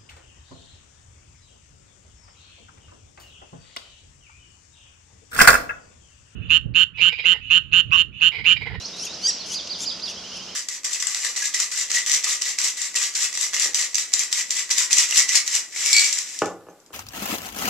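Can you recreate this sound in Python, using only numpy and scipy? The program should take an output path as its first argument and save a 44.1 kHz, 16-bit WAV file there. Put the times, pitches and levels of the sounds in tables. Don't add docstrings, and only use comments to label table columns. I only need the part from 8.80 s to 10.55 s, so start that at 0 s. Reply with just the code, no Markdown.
import sys
import numpy as np
from scipy import signal
from scipy.fft import rfft, irfft, next_fast_len
from scipy.io import wavfile
from scipy.ndimage import uniform_filter1d, map_coordinates

SR = 44100
rng = np.random.default_rng(int(sys.argv[2]) if len(sys.argv) > 2 else 0)


def store_wav(level_fs):
    pcm = np.round(np.clip(np.atleast_2d(level_fs), -1, 1) * 32767)
    wavfile.write(sys.argv[1], SR, pcm.T.astype(np.int16))


def makeup_ratio(level_db):
    decades = np.asarray(level_db, float) / 20
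    return 10 ** decades


N = 77175


def unit(x):
    return x / np.sqrt(np.mean(x ** 2) + 1e-20)


def along(points, hz):
    f, v = np.transpose(points)
    return np.interp(np.log(hz + 1), np.log(f + 1), v)


def wobble(rate):
    return map_coordinates(rng.standard_normal(N // 40), [np.arange(N) * rate / SR])


def filtered(x, response):
    m = next_fast_len(N + SR // 2)
    return irfft(rfft(x, m) * response(np.fft.rfftfreq(m, 1 / SR)), m)[..., :N]


def panned(x, pan_db):
    return x * makeup_ratio(np.array([[pan_db / 2], [-pan_db / 2]]))


def voiced(rows):
    s, hz, db = np.transpose(rows)
    t = np.arange(N) / SR
    hz = np.interp(t, s, hz)
    for _ in range(2):
        hz = uniform_filter1d(hz, size=110)
    fade_s = .008
    gate = np.clip(np.minimum(t - s[0], s[-1] - t) / fade_s, 0, 1)
    return 2 * np.pi * np.cumsum(hz) / SR, gate, np.interp(t, s, db)


# time_s, pitch_hz, effort_db
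CALL_1 = [(0, 1250, -46), (.01, 1390, -42), (.018, 1465, -38), (.028, 1320, -41), (.045, 1170, -48)]
CALL_2 = [(0.16, 1309, -41), (0.186, 1370, -50), (0.21, 1344, -34.5), (0.228, 1416, -34), (0.25, 1698, -30),
          (0.258, 1635, -26), (0.264, 1500, -40), (0.28, 1156, -21)]
CALL_3 = [(.41, 1340, -36), (.432, 1500, -27), (.452, 1570, -19.5), (.4705, 1590, -13), (.4745, 1890, -20),
          (.487, 1935, -16), (.497, 1860, -17.5), (.506, 1490, -22), (.52, 1110, -33)]
CALL_4 = [(.655, 1515, -46), (.687, 1570, -43), (.705, 1550, -39), (.715, 1428, -32), (.726, 1590, -31),
          (.737, 1738, -30), (.746, 1540, -33), (.765, 1150, -42)]
CALL_5 = [(.98, 1348, -52), (.994, 1391, -47), (1.006, 1583, -32.5), (1.016, 1775, -32.5),
          (1.03, 1866, -31.5), (1.042, 1773, -28), (1.05, 1490, -36), (1.06, 1175, -41)]
CALL_6 = [(1.245, 1400, -50), (1.275, 1400, -45), (1.289, 1365, -35), (1.301, 1525, -33), (1.31, 1420, -35),
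          (1.325, 1130, -39)]
CALL_7 = [(1.52, 1330, -54), (1.562, 1370, -42), (1.573, 1540, -33), (1.581, 1320, -41), (1.592, 1170, -52)]
CALLER = [1, 1, 0, 1, 1, 1, 1]
# rasp_db (against peak effort), brightness_db (per octave), pan_db (left-right)
MANNER = [
    (-16, -1.5, .1),
    (-18, 1.5, 1),
    (-26.5, 0.14, 0.6),
    (-6, -2.5, 2.5),
    (-8, -4.5, 1.5),
    (-10, -3, 1),
    (-14.5, -2, 2),
]
OVERTONES = [
    [-17, -12, 0, -10, -23, -54, -43, -64, -70],
    [-30, -4, -11, 0, -15, -18, -21, -38, -42],
]
# frequency_hz, level_db
THROAT = [(1500, -40), (2500, -14), (4700, -3), (6200, 0), (8000, -13), (10500, -17), (12500, -27),
          (15000, -44)]
# frequency_hz, level_db
BEAK = [(2500, -1), (3300, -3), (4000, -11), (4600, 0), (6300, 0), (7900, -4), (9500, 0), (14000, -3)]


def chicks():
    flutter_db, breakup = 1.2, .2
    rasp_follows = .45
    hole_hz = 1750
    out = np.zeros((2, N))
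    calls = [CALL_1, CALL_2, CALL_3, CALL_4, CALL_5, CALL_6, CALL_7]
    for rows, chick, (rasp_db, bright_db, pan_db) in zip(calls, CALLER, MANNER):
        phase, gate, db = voiced(rows)
        slack_db = np.clip(db.max() - db, 0, 15)
        depth_db = flutter_db + breakup * slack_db
        tone = 0
        for k, level_db in enumerate(OVERTONES[chick], start=1):
            flutter = wobble(170) + 0.52 * np.array([wobble(91), wobble(90.4)])
            tilted_db = level_db + bright_db * np.log2(k / 4)
            tone = tone + makeup_ratio(tilted_db + depth_db * flutter) * np.sin(k * phase)
        puffs = (1 + np.cos(phase)) * rng.standard_normal((2, N))
        rasp = unit(filtered(puffs, lambda f: makeup_ratio(along(THROAT, f))))
        rasp = rasp + rasp[::-1] * 1.2
        rasp = makeup_ratio(db.max() + rasp_db - rasp_follows * slack_db) * rasp
        out += panned(gate * (makeup_ratio(db) * tone + rasp), pan_db)
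    return filtered(out, lambda f: makeup_ratio(along(BEAK, f)) / (1 + (hole_hz / (f + 1)) ** 12))


# frequency_hz, likeness (0 to 1)
ALIKE = [(30, 0.63), (200, .96), (1000, .94), (3000, 0.84), (8000, 0.2), (14000, 0.14)]


def rush(shape, patchy_db):
    z = signal.stft(rng.standard_normal((2, N + 512)), nperseg=512)[2]
    field = rng.standard_normal(z.shape[1:])
    field = uniform_filter1d(field, size=6, axis=0)
    field = uniform_filter1d(field, size=10, axis=1)
    pair = signal.istft(z * makeup_ratio(patchy_db * unit(field)), nperseg=512)[1][:, :N]

    def spread(hz):
        turn = np.arccos(np.clip(along(ALIKE, hz), -1, 1)) / 2
        return shape(hz) * [np.cos(turn), np.sin(turn)]

    mid, side = filtered(pair, spread)
    return unit(np.array([mid + side, mid - side]))


# frequency_hz, level_db (per Hz)
DRONE = [(15, -62), (25, -23), (59, -9), (134, -9), (192, -3), (275, -5.5), (648, -4.5), (782, -8.5),
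         (1500, -11), (1950, -39), (3300, -120)]
# frequency_hz, level_db (per Hz)
LEAVES = [(880, -31), (1500, -17), (2240, -12), (3000, -8), (3870, -9), (5290, -2), (6190, -6.5),
          (8130, -25.5), (15500, -47.5)]


def forest():
    calm_db, rustle_db, gust_db = .4, 1.1, .8
    hum_hz, hum_width_hz = 189.5, 9.5
    hum = rush(lambda f: 1 / np.hypot(1, 2 * (f - hum_hz) / hum_width_hz), calm_db)
    drone = rush(lambda f: makeup_ratio(along(DRONE, f)), calm_db)
    leaves = rush(lambda f: makeup_ratio(along(LEAVES, f)), rustle_db)
    leaves = leaves * makeup_ratio(gust_db * wobble(2.54))
    return makeup_ratio(-56) * hum + makeup_ratio(-46) * drone + makeup_ratio(-38) * leaves


# time_s (from the top of the note), pitch_hz, level_db
RISING = [(-.075, 3573, 5), (-.065, 3720, -3.5), (-.03, 3944, -7), (-.013, 4250, -0.5), (-.005, 5220, 6.5),
          (0, 6260, 0), (.01, 4380, 5)]
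FALLING = [(-.024, 3050, -22), (-.012, 4350, -6), (-.003, 4980, -3), (.009, 4760, 0), (.026, 4020, -12),
           (.034, 3720, -8), (.048, 3220, -11), (.057, 2930, -18)]
LOW = [(-.02, 2777, 6), (-.012, 2837, 4), (0, 3070, 4), (.014, 3180, 2), (.03, 3096, -26)]
# top_s, pitch_ratio, level_db
RISING_NOTES = [
    (.063, 1.043, -33.5),
    (.203, 1.015, -34),
    (0.35, .99, -34.5),
]
FALLING_NOTES = [
    (0.607, .905, -31),
    (0.756, 1.001, -23),
    (0.911, 0.98, -24),
    (1.07, 1.02, -23),
    (1.238, 1.001, -24),
]
LOW_NOTES = [
    (1.378, 1.06, -43),
    (1.455, 1.001, -43.5),
    (1.534, 1.01, -42.5),
    (1.612, 1.001, -40.5),
    (1.692, 0.99, -44),
]


def songbird():
    flutter_db = 1.6
    out = np.zeros(N)
    for shape, notes in [(RISING, RISING_NOTES), (FALLING, FALLING_NOTES), (LOW, LOW_NOTES)]:
        for top_s, ratio, note_db in notes:
            rows = [(top_s + dt, ratio * f, note_db + rel_db) for dt, f, rel_db in shape]
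            phase, gate, level_db = voiced(rows)
            out += gate * makeup_ratio(level_db + flutter_db * wobble(130)) * np.sin(phase)
    return panned(out, -2.5)


# frequency_hz, time_s (to fall 60 dB)
TRUNKS = [(1000, 0.13), (3000, 0.31), (6000, 0.48), (9000, 0.19), (14000, 0.04)]


def trunks(x):
    sway_per_s, sway_rad = 90, 1.6
    hz, t, z = signal.stft(rng.standard_normal((3, SR)), SR, nperseg=256)
    fading = makeup_ratio(-60 * t / along(TRUNKS, hz)[:, None])
    tail = signal.istft(z * fading, SR, nperseg=256)[1]
    tail = tail[:2] + 1.36 * tail[2]
    sway = np.exp(1j * sway_rad * wobble(sway_per_s))
    blurred = np.real(signal.hilbert(x.mean(0)) * sway)
    blurred = np.pad(blurred, (200, 0))
    return signal.fftconvolve(blurred[None], tail / np.linalg.norm(tail[0]), axes=1)[:, :N]


def far_echo(beg):
    delay_s = .085
    late = np.pad(beg.mean(0), (round(delay_s * SR), 0))[:N]
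    return filtered(panned(makeup_ratio(-26) * late, -6), lambda f: 1 / (1 + (f / 6500) ** 6))


# start_s, level_db
TICKS = [
    (0.873, -29),
    (1.198, -33),
]


def twigs():
    tick_hz, fall_s = 4170, 0.052
    t = np.arange(N) / SR
    env = sum(makeup_ratio(db - 60 * np.abs(t - s) / fall_s) * (t > s) for s, db in TICKS)
    band = lambda f: 1 / (1 + (np.log2(f / tick_hz + .01) / .75) ** 8)
    return filtered(env * rng.standard_normal(N), band) * 2


def scene():
    beg, song = chicks(), songbird()
    echoes = far_echo(beg) + makeup_ratio(-10.5) * trunks(beg) + makeup_ratio(-6) * trunks(song)
    return beg + song + echoes + twigs() + forest()


def low_pass(x):
    return signal.sosfilt(signal.butter(12, 15650, fs=SR, output="sos"), x)


# frequency_hz, left_minus_right_db
PORTS = [(40, -1), (300, 0.5), (2500, -1.5), (5000, -3), (8000, 5.5), (14000, -4.5)]


def record(dry):
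    halves = np.array([[.5], [-.5]])
    heard = filtered(dry, lambda hz: makeup_ratio(along(PORTS, hz) * halves) * (hz < 15650))
    return low_pass(heard)


dry = scene()
out = record(dry)
store_wav(out)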